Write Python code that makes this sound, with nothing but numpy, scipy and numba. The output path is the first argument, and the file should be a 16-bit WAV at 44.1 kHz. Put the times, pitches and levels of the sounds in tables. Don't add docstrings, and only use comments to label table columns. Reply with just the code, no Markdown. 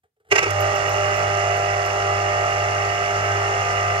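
import sys
import numpy as np
from scipy import signal
from scipy.io import wavfile
from scipy.ndimage import uniform_filter1d
from numba import njit

SR = 44100
rng = np.random.default_rng(int(sys.argv[2]) if len(sys.argv) > 2 else 0)


def to_linear_factor(level_db):
    exponent = np.asarray(level_db, float) / 20
    return 10 ** exponent


def output_pcm(signal):
    pcm = np.clip(np.atleast_2d(signal).T, -1, 1) * 32767
    wavfile.write(sys.argv[1], SR, np.round(pcm).astype(np.int16))


N = 176400

BUZZ_HZ, BUZZ_AT_S = 100.05, 2.2
START_S, START_RISE_S = 0.2928, 0.017
RIGHT_LEAD_S = .00024


@njit
def svf(x, hz, width):
    y, band, low = np.empty(len(x)), 0., 0.
    g, damping = np.tan(np.pi * hz / SR), width / hz
    for i in range(len(x)):
        v = (band + g * (x[i] - low)) / (1 + g * (g + damping))
        band = 2 * v - band
        low = low + 2 * g * v
        y[i] = damping * v
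    return y


def steep(x, hz, width):
    once = svf(x, 1. * hz, 1. * width)
    return svf(once, 1. * hz, 1. * width)


def walk(rate):
    k = int(SR / rate)
    held = np.repeat(rng.standard_normal(N // k + 1), k)
    return 1.225 * uniform_filter1d(uniform_filter1d(held, k), k)[:N]


def ramp(t, start_s, rise_s):
    return np.clip((t - start_s) / rise_s, 0, 1)


def burst(t, start_s, hold_s, attack_s, release_s):
    attack = ramp(t, start_s - attack_s, attack_s) ** 2
    return attack * np.exp(-np.maximum(t - start_s - hold_s, 0) / release_s)


def ports(x, left_db, right_db, lead_s):
    early = np.roll(x, -int(round(lead_s * SR)))
    return np.array([to_linear_factor(left_db) * x, to_linear_factor(right_db) * early])


def motor(t):
    # start_s, length_s, housing_db, gears_db
    stutters = [
        (0.316, .012, 9.5, 10),
        (0.357, 0.0076, 5.5, 11.5),
        (0.38, 0.012, 6.5, 11),
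        (0.416, 0.0074, 0, -26),
        (0.428, .014, 5, 2),
        (0.457, 0.011, 2.5, -15),
        (0.476, 0.0043, -1.5, -18),
        (0.505, .006, -4, -9),
    ]
    # centre_hz, width_hz, left_db, right_db
    shell = [(122, 43.3, -25, -17), (403, 76.6, -19, -16), (627.4, 126, -13.5, -14), (801, 179, -18, -14),
             (1176, 90, -17.5, -11), (1318, 87, -11.5, -9), (1571, 106, -17.5, -11.5),
             (1913, 117, -26, -9.5), (2192, 95, -18, -11.5), (2537, 168, -54.5, -16.5),
             (2827, 112, -23.5, -9.5)]
    # centre_hz, width_hz, left_db, right_db
    gear_case = [(3373, 340, -32, -33.0), (4070, 294, -38.5, -37), (4574, 224, -45, -25.5),
                 (5284, 265, -33.5, -23.5), (5640, 330, -41, -26), (6500, 480, -34.5, -23.5),
                 (7115, 430, -32.5, -41.5), (7250, 470, -49.5, -30.5), (8590, 320, -47, -37),
                 (9320, 540, -70, -39), (11000, 920, -93, -49), (12700, 2500, -62, -49.5),
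                 (14700, 1300, -68, -53)]
    turn = 2 * np.pi * BUZZ_HZ * (t - BUZZ_AT_S) + 0.0074 * walk(1.48)
    start = ramp(t, START_S, START_RISE_S) ** 4
    spin_up_db = -3.5 * (1 - ramp(t, 0.45, 0.16))
    base = start * to_linear_factor(spin_up_db + 0.61 * walk(1.52))
    low, high = 0, 0
    for start_s, length_s, housing_db, gears_db in stutters:
        shape = burst(t, start_s, length_s, attack_s=.006, release_s=.0025)
        low = low + to_linear_factor(housing_db) * shape
        high = high + to_linear_factor(gears_db) * shape

    housing = rattle(turn, shell[:7], base + 0.63 * low, depth=0.4, second=0.05, teeth=0.0092,
                     offset=1.82, apart=0.27, scatter_db=0.55, repeat=0.35, uneven_db=0.33)
    upper = rattle(turn, shell[7:], base + high, depth=.58, second=-.24, teeth=0.045,
                   offset=1.35, apart=1.0, scatter_db=0.15, repeat=0.38, uneven_db=1.2)
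    gears = rattle(turn, gear_case + [(15700, 500, -62, -55)], base + high, depth=0.21, second=0.033,
                   teeth=0.17, offset=0.44, apart=1.0, scatter_db=0.5, repeat=0.16, uneven_db=-0.27)
    return buzz(t, turn) + rumble(start), housing + upper + gears + cone_knock(low)


def buzz(t, turn):
    # multiple, left_db, right_db
    lines = [(0.5, -87, -74), (1, -32, -32), (2, -70.5, -46.5), (3, -50.5, -60.5), (3.5, -61, -54.5),
             (4, -34, -36.5), (5, -49.5, -41.5), (6, -36.5, -28), (6.5, -96, -52.5), (7, -31.5, -29.5),
             (8, -32.5, -31.5), (8.5, -41.5, -43), (9, -68, -74.5), (10, -53, -41.5), (11, -47.5, -59.5),
             (12, -31, -68.5), (12.5, -99, -36.5), (13, -60, -39.5), (13.5, -37, -57.5), (14, -87, -40.5),
             (16, -45, -61), (17, -74, -43), (18, -39, -35.5), (19, -73.5, -43), (20, -81, -36.5),
             (21, -38.5, -49.5), (22, -75, -46)]
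    # time_s, level_db
    load = [(0.42, -49), (0.5, -29.5), (0.62, -29), (0.8, -36), (1.09, -32.5), (1.43, -31.5), (1.67, -32),
            (1.86, -36.5), (2.12, -32), (2.62, -33.5), (2.69, -32.5), (3.06, -35.5), (3.22, -31.5),
            (3.61, -30.5), (3.64, -34), (3.83, -32), (3.97, -34), (4.0, -33.5)]
    settling = {3: -2.5, 4: -.6, 6: -2.3, 7: 1.1, 9: 1.5, 12: 1.2, 13: 1.2, 18: 2.2, 21: 2.2}
    pull_db = np.interp(t, *np.array(load).T) + 33.5
    locked = ramp(t, .45, 0.16)
    out = 0
    for k, left_db, right_db in lines:
        k = round(2 * k) / 2
        waver = (0.031 * k + 0.47 * (k % 1 > 0)) * walk(12)
        if k == 1:
            gain = to_linear_factor(pull_db + 1.1 * walk(15)) * ramp(t, START_S, START_RISE_S)
        else:
            drift_db = settling.get(k, 0) * (t - BUZZ_AT_S)
            wander_db = 1.75 * walk(3.1) + 0.7 * walk(16)
            gain = to_linear_factor(0.36 * pull_db + drift_db + wander_db) * locked
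        phase = k * turn + .6 * np.tanh(k - 5.5) - 0.44 * max(k - 8, 0) + waver
        tone = np.sqrt(2) * gain * np.cos(phase)
        out = out + ports(tone, left_db, right_db, RIGHT_LEAD_S)
    return out


def rattle(turn, body, drive, depth, second, teeth, offset, apart, scatter_db, repeat, uneven_db):
    cycle = np.floor((turn - offset) / (2 * np.pi) + .5).astype(int)
    scatter = to_linear_factor(scatter_db * rng.standard_normal(N // 100))[cycle - cycle.min()]
    size = scatter * to_linear_factor(uneven_db * (-1.) ** cycle)
    swing = depth * np.cos(turn - offset) + second * np.cos(2 * (turn - offset))
    gate = np.exp(swing + teeth * np.cos(6 * turn))
    gate = gate * uniform_filter1d(size, size=90)
    gate = drive * gate / np.sqrt(np.mean(gate ** 2))
    shared, own = gate * clatter(repeat)
    out = 0
    for k, (hz, width, left_db, right_db) in enumerate(body):
        flicker = to_linear_factor(0.15 * walk(6.13))
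        ring = (-1) ** k * flicker * steep(shared, hz, 1.61 * width)
        both = ports(ring, left_db, right_db, RIGHT_LEAD_S)
        both[0] += apart * min(hz / 900, 1) * to_linear_factor(left_db) * flicker * steep(own, hz, 2 * width)
        out = out + both
    return out


def clatter(repeat):
    shaft_samples = 882
    repeat = np.clip(repeat, 0, .9)
    turns = rng.standard_normal((2, N // shaft_samples + 1, shaft_samples))
    blended = signal.lfilter([np.sqrt(1 - repeat ** 2)], [1, -repeat], turns, axis=1)
    return blended.reshape(2, -1)[:, :N]


def cone_knock(stutter):
    # centre_hz, width_hz, level_db
    cone_modes = [(327, 33, -15), (407, 88, -5), (810, 280, -12), (1580, 82, -6), (2270, 330, -6.5)]
    push = stutter * rng.standard_normal(N)
    knock = sum(to_linear_factor(db) * steep(push, hz, width) for hz, width, db in cone_modes)
    return ports(knock, -0.27, 0.25, RIGHT_LEAD_S)


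def rumble(start):
    return steep(rng.standard_normal(N), 54, 32) * start * to_linear_factor(-45.5 + 23.5)


def spits(t):
    # start_s, peak_db, centre_hz, decay_s
    spit_events = [(.3869, -38, 12800, .004), (0.506, -26, 11700, .002), (0.5064, -20, 6500, 0.0023),
                   (0.604, -23, 13200, 0.0075), (.754, -34, 13800, 0.0058), (.8927, -30, 13600, .005),
                   (1.1656, -33, 14500, .006), (1.5707, -36, 11000, .003), (1.8585, -34, 12700, .004),
                   (2.4427, -47, 12000, .004), (2.5789, -43, 11000, .003)]
    length = SR // 5
    span = np.arange(length) / SR
    out = np.zeros((2, N + length))
    for start_s, db, hz, decay_s in spit_events:
        noise = rng.standard_normal((2, length)) * burst(span, .001, .001, .001, decay_s)
        hiss = np.array([steep(side, hz, 0.52 * hz) for side in noise])
        first = int(start_s * SR)
        out[:, first:first + length] += to_linear_factor(db) * hiss
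    return out[:, :N] * to_linear_factor(np.array([[-10], [3.0]]))


def touches(t):
    # start_s, level_db, decay_s
    touch_events = [
        (0.036, -59, 0.016),
        (.055, -79, .02),
        (.165, -71, .015),
        (0.201, -63, 0.021),
        (.25, -59, 0.015),
        (.27, -59, 0.022),
        (0.289, -51, 0.016),
    ]
    # centre_hz, width_hz, level_db
    jug = [(95, 35, -12), (430, 25, 3), (760, 150, -12), (1410, 730, -18.5), (2700, 480, -35),
           (8050, 5000, -35)]
    pressure = sum(to_linear_factor(db) * burst(t, start_s, 0.0028, 0.0049, decay_s) for start_s, db, decay_s in touch_events)
    push = rng.standard_normal(N) * pressure
    ring = sum(to_linear_factor(db + 23.5) * steep(push, hz, 1.7 * width) for hz, width, db in jug)
    return ports(ring, 0, 0, RIGHT_LEAD_S)


def kitchen(x):
    room_db, t60_s = -13, .25
    t = np.arange(SR // 3) / SR
    decay = np.exp(-np.log(1000) * t / t60_s) * (t > .004)
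    tail = rng.standard_normal((2, len(t))) * decay
    tail = signal.sosfilt(signal.butter(2, 350, "high", fs=SR, output="sos"), tail)
    tail = tail / np.sqrt(np.sum(tail ** 2, axis=1, keepdims=True))
    return to_linear_factor(room_db) * signal.fftconvolve(x, tail, axes=1)[:, :N]


def quiet_floor():
    murmur = svf(rng.standard_normal(N), 95., 40.)
    return to_linear_factor(-90) * (rng.standard_normal((2, N)) + 22 * murmur)


def scene():
    t = np.arange(N) / SR
    tones, noise = motor(t)
    near = noise + spits(t) + touches(t)
    return tones + near + kitchen(near) + quiet_floor()


def roll_off(x):
    return signal.sosfilt(signal.butter(12, 15800, fs=SR, output="sos"), x)


def record(dry):
    mix = np.tanh(1.1 * dry) / 1.1
    return roll_off(mix)


dry = scene()
out = record(dry)
output_pcm(out)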